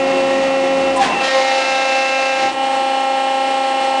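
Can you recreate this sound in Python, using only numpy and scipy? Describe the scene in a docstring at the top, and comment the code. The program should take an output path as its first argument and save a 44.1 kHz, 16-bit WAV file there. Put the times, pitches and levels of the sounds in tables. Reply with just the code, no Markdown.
"""Hydraulic pump of a metal shear

Nine pistons on a shaft turning about 30 times a second drone in a workshop: their pressure ripple
is a harmonic series over the broadband noise of flowing oil. The pump idles, a valve clicks, oil
rushes in with a clunk and the ram strokes under load, brighter and a little slower. Then the valve
changes over and the ram returns with a throbbing drone."""
import sys
import numpy as np
from scipy import signal
from scipy.fft import rfft, irfft
from scipy.io import wavfile
from scipy.ndimage import map_coordinates

SR = 44100
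rng = np.random.default_rng(int(sys.argv[2]) if len(sys.argv) > 2 else 0)


def materialize(psi):
    """Save the field psi as 16-bit PCM at rate SR to the path in sys.argv[1].

    A 1-D psi becomes a single channel; in a 2-D psi each row is a channel.
    """
    bounded = np.clip(np.atleast_2d(psi).T, -1, 1)
    quanta = np.round(bounded * 32767).astype(np.int16)
    wavfile.write(sys.argv[1], SR, quanta)


N = 176400

PISTONS, TOP_HZ = 9, 10000
STROKE_S, LOAD_S, RETURN_S = 1.08, 1.228, 2.497  # the load follows once pressure has built up
MID_STROKE_S = (LOAD_S + RETURN_S) / 2
TIME = np.arange(N) / SR
# Piston rate, sagging under load: time_s, rate_hz
PISTON_RATE = [(0, 269.3), (.97, 269.3), (1.05, 264.6), (1.15, 267), (1.3, 266.1), (2.47, 266.15),
               (2.54, 268.3), (2.95, 267.85), (4, 267.75)]


def undb(db):
    """Amplitude ratio of a level in decibels."""
    return 10 ** (np.asarray(db) / 20)


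def drift(rate_hz):
    """Smooth random fluctuation with a spread near 1."""
    points = rng.standard_normal(4096)
    return map_coordinates(points, [TIME * rate_hz + 2], order=2, mode="mirror")


def spectral_gain(hz, spectrum):
    """Gain of a (Hz, dB) spectrum, interpolated in log frequency."""
    corner_hz, level_db = np.transpose(spectrum)
    return undb(np.interp(np.log(hz + 1e-9), np.log(corner_hz), level_db))


def noise(spectrum):
    """White noise filtered to a (Hz, dB per Hz) spectral density."""
    gain = spectral_gain(np.fft.rfftfreq(N, 1 / SR), spectrum)
    return irfft(rfft(rng.standard_normal(N)) * gain, N) * np.sqrt(SR / 2)


def periodic_noise(cycles, rate_hz, spectrum, lowest_hz, size=16384):
    """A random pattern repeated every cycle has a line spectrum."""
    lines_hz = rate_hz * np.arange(size // 2 + 1)
    real, imag = rng.standard_normal((2, len(lines_hz)))
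    in_band = (lines_hz > lowest_hz) & (lines_hz < TOP_HZ)
    lines = (real + 1j * imag) * spectral_gain(lines_hz, spectrum) * in_band
    pattern = irfft(lines) * size * np.sqrt(rate_hz) / 2
    return np.interp(cycles % 1, np.arange(size) / size, pattern)


def tone(cycles):
    """Sinusoid of rms 1."""
    return np.sqrt(2) * np.sin(2 * np.pi * cycles)


def bump(at_s, half_width_s):
    """Gaussian pulse of height 1."""
    return np.exp(-((TIME - at_s) / half_width_s) ** 2)


def envelope(start_s, attack_s, hold_s, decay_s):
    """Linear rise, plateau and exponential decay."""
    age = TIME - start_s
    return np.clip(age / attack_s, 0, 1) * np.exp(-np.maximum(age - attack_s - hold_s, 0) / decay_s)


def stages(stroke_s, fade_s, return_fade_s=0.057):
    """Equal-power crossfade: the gains of idle, stroke and return."""
    down = np.clip((TIME - stroke_s) / fade_s + .5, 0, 1)
    up = np.clip((TIME - RETURN_S) / return_fade_s + .5, 0, 1)
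    return np.sqrt([1 - down, down * (1 - up), up])


def piston_ripple(turns, gains, load_gains, phases, throb=0.09, jitter_cycles=0.036, rasp_db_per_s=-5):
    """Periodic pressure pulses form a harmonic series, modulated in level and phase under strain."""
    # Ripple partials of the piston rate: harmonic, idle_db, stroke_db, return_db
    partials = [(1, -27.5, -39.0, -33.6), (2, -16.7, -22.7, -23.9), (3, -26.5, -21.0, -18.6),
                (4, -35.7, -33, -33.3), (5, -36.8, -31.5, -33.5), (6, -44.1, -31.8, -39.2),
                (7, -41, -36.5, -37.2), (8, -34.4, -30.3, -38.6), (9, -37.5, -33, -37.0),
                (10, -32.5, -23.7, -37.1), (11, -37.8, -35.5, -32.7), (12, -55.4, -44, -39.8),
                (13, -50.0, -40.5, -44.8), (14, -49.6, -36.5, -52.0), (15, -53.9, -37.5, -44.8),
                (16, -56.9, -43.5, -42.4), (17, -52, -41, -53), (18, -58, -46.5, -55), (19, -58, -45, -55),
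                (20, -60, -47, -53)]
    # Swells and fades as the oil column changes length: time_s, harmonic, gain_db, half_width_s
    swells = [(1.1, 2, -15, .07), (1.36, 2, 6.5, .06), (1.54, 2, 3, .06), (2.5, 2, -15, .025),
              (1.3, 3, -15, .02), (1.5, 3, 2, .12), (1.643, 3, -16, .02), (2.44, 3, 3, .04),
              (2.53, 3, -9, .03), (1.38, 4, 9, .06), (1.53, 4, -10, .1), (1.48, 6, -12, .1),
              (1.3, 7, 14, .08), (1.5, 7, 11, .055), (1.24, 8, -11, .06), (1.36, 10, -13, .14),
              (2.47, 10, -7, .13), (1.27, 12, 10, .05)]
    out, strain = 0, gains[1]
    for harmonic, *levels_db in partials:
        k = round(harmonic)
        waver_db = 0.08 + strain if k < 4 else 1.24
        gain_db = waver_db * drift(16)
        gain_db += sum(db * bump(at, width) for at, order, db, width in swells if round(order) == k)
        if k >= 12:  # the rasp is strongest as the ram takes load
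            gain_db += rasp_db_per_s * (TIME - MID_STROKE_S) * load_gains[1]
        if k >= 5:  # the buzz waits for the load and throbs once a turn
            amplitude = undb(levels_db) @ load_gains * (1 + throb * strain * tone(turns))
        else:
            amplitude = undb(levels_db) @ gains
        jitter = jitter_cycles * strain * drift(25.14)
        out += amplitude * undb(gain_db) * tone(k * PISTONS * turns + phases[k] + jitter)
    return out


def shaft_sidebands(turns, gains, phases, waver_db=3.0, trim_db=-2):
    """A weak piston adds sidebands that oppose the nearest ripple tone once a turn, heard as beats."""
    # Partials of the shaft rate, before the trim: harmonic, idle_db, stroke_db, return_db
    sidebands = [(12, -37.9, -50.8, -51.9), (19, -51.6, -35.6, -48.4), (20, -45.3, -40.4, -43.0),
                 (24, -38.0, -41.2, -42.9), (25, -35.2, -41.3, -41.4), (26, -53.1, -43.0, -32.3),
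                 (28, -53.4, -41.3, -38.7), (29, -55.1, -43.2, -35.8), (30, -52.4, -39.8, -36.2),
                 (34, -38.3, -59.4, -61.3), (91, -58.8, -42.1, -39.2)]
    out = 0
    for harmonic, *levels_db in sidebands:
        amplitude = (undb(levels_db) @ gains) * undb(trim_db + waver_db * drift(5.04))
        out -= amplitude * tone(round(harmonic) * turns + phases[round(harmonic / PISTONS)])
    return out


def oil_and_gear(turns, gains, piston_depth=0.099, shaft_depth=0.076, flicker_db=1.05):
    """Oil hiss is amplitude-modulated; clatter repeats with the shaft, a thin whine with the pistons."""
    # Oil flow and fan noise, before the offsets below:
    # frequency_hz, idle_db_per_hz, stroke_db_per_hz, return_db_per_hz
    flow = [(30, -85, -82, -87), (111, -70.5, -82.5, -86), (164, -62.5, -72.5, -74),
            (231, -56.5, -67, -67.5), (350, -54.5, -58, -58), (421, -57, -67.5, -68.5),
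            (533, -56.5, -54, -52.5), (720, -55, -54, -59), (1090, -58.5, -62.5, -62.5),
            (1520, -66, -63.5, -69), (1906, -61.5, -58, -62), (2310, -65.5, -61.5, -68.5),
            (2730, -61.5, -60.5, -66.3), (3070, -67, -64.5, -68), (4220, -69.5, -63.5, -70),
            (6450, -76, -70, -78), (8300, -80, -78.5, -78), (10100, -89, -82.5, -88)]
    hiss_db, clatter_db, whine_db = -.5, (-5, -5, -3), (-12.5, -9.5, -9.5)  # triples go by stage
    out, piston_hz = 0, PISTON_RATE[-1][1]
    pulsation = (1 + piston_depth * tone(PISTONS * turns)) * (1 + shaft_depth * tone(turns))
    for stage, gain in enumerate(gains):
        spectrum = np.array(flow)[:, [0, stage + 1]]
        hiss = undb(hiss_db + flicker_db * drift(20)) * pulsation * noise(spectrum)
        clatter = periodic_noise(turns, piston_hz / PISTONS, spectrum, lowest_hz=170)
        whine = periodic_noise(PISTONS * turns, piston_hz, spectrum, lowest_hz=4400)
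        out += gain * (hiss + undb(clatter_db[stage]) * clatter + undb(whine_db[stage]) * whine)
    return out


def frame_tones(waver_db=4.5):
    """The frame vibrates in unsteady, inharmonic tones not locked to the shaft."""
    # Tones of the idling frame: pitch_hz, level_db, wander_hz
    partials = [(72, -53.5, 3.6), (358, -40, 6), (730, -40, 1.7), (797, -38, 0.56), (1830, -45.5, 2),
                (1876, -39, 2.1), (1940, -40, 1.5)]
    return sum(undb(db + waver_db * drift(5.7)) * tone(np.cumsum(hz + wander * drift(12)) / SR)
               for hz, db, wander in partials)


def frame_rings(attack_s=0.017, decay_s=0.012, gain=2):
    """Damped resonances of the frame ring briefly as the valve engages."""
    # Rings, before the gain: start_s, pitch_hz, level_db, hold_s
    rings = [(.955, 1008, -26, .025), (.99, 790, -19.5, .02), (1.05, 1035, -29, .07)]
    return gain * sum(undb(db) * envelope(at, attack_s, hold_s, decay_s) * tone(hz * TIME)
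                      for at, hz, db, hold_s in rings)


def valve_click():
    """A short transient is broadband: the valve clicks in a burst of treble noise."""
    # Click spectrum: frequency_hz, density_db_per_hz
    spectrum = [(3000, -85), (6000, -78), (7800, -68), (10000, -72)]
    return noise(spectrum) * envelope(start_s=.957, attack_s=.006, hold_s=.012, decay_s=.01)


def oil_rush():
    """Inrushing oil makes a bright gush of flow noise."""
    # Rush spectrum: frequency_hz, density_db_per_hz
    spectrum = [(500, -71), (1100, -62), (1600, -52), (2200, -56), (2900, -55.5), (4500, -61),
                (7000, -67.5), (10000, -75.5)]
    return noise(spectrum) * envelope(start_s=.985, attack_s=.045, hold_s=.018, decay_s=.045)


def clunk():
    """The oil arrives with a clunk: low and middle frequencies decaying exponentially."""
    # Clunk spectrum: frequency_hz, density_db_per_hz
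    spectrum = [(30, -75), (110, -77), (190, -51), (280, -50), (450, -56), (800, -48), (1300, -58.5),
                (2500, -59), (5000, -90)]
    return noise(spectrum) * envelope(start_s=1, attack_s=0.071, hold_s=0.046, decay_s=0.11)


def changeover_dips():
    """The drone's amplitude dips briefly while the valve changes over."""
    # Dips of the drone: time_s, gain_db, half_width_s
    drops = [(1.071, -8, 0.099), (2.53, -5.5, 0.041)]
    return undb(sum(db * bump(at, width) for at, db, width in drops))


def valve_squeal(pitch_hz=2695, level_db=-24.5, wander_hz=12):
    """Oil whistles through the opening valve: a flow tone with random frequency modulation."""
    whistle = tone(np.cumsum(pitch_hz + wander_hz * drift(120)) / SR)
    return undb(level_db) * whistle * envelope(start_s=1.095, attack_s=.015, hold_s=.1, decay_s=.015)


def valve_release():
    """The valve releases in a dull gush of low-frequency noise that decays exponentially."""
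    # Release spectrum: frequency_hz, density_db_per_hz
    spectrum = [(40, -77), (120, -68), (200, -65), (330, -55), (600, -74), (2000, -99)]
    return noise(spectrum) * envelope(start_s=2.35, attack_s=0.04, hold_s=.12, decay_s=0.11)


def scene(flutter_hz=0.1107, easing_db_per_s=-2):
    """Superposition of the pump, in its three stages, and the transients of the valve."""
    piston_hz = np.interp(TIME, *np.transpose(PISTON_RATE)) + flutter_hz * drift(20)
    turns = np.cumsum(piston_hz) / SR / PISTONS
    gains = stages(STROKE_S, fade_s=0.19)
    idle, stroke, back = load_gains = stages(LOAD_S, fade_s=0.087)
    phases = rng.random(21)  # in cycles, indexed by ripple harmonic
    drone = piston_ripple(turns, gains, load_gains, phases) + shaft_sidebands(turns, gains, phases)
    easing = undb(easing_db_per_s * (TIME - MID_STROKE_S))  # the hiss eases as the ram travels
    oil = oil_and_gear(turns, (idle, stroke * easing, back))
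    oil *= undb(-3.0 * bump(2.565, 0.071))  # the level dips briefly as the return begins
    frame = idle * frame_tones() + frame_rings()
    valve = valve_click() + oil_rush() + clunk() + valve_squeal() + valve_release()
    return (drone * changeover_dips() + oil + frame + valve)[None]


def record(dry):
    """An elliptic low-pass filter cuts the top of the spectrum steeply."""
    return signal.sosfilt(signal.ellip(12, .1, 90, TOP_HZ, fs=SR, output="sos"), dry)


dry = scene()
out = record(dry)
materialize(out)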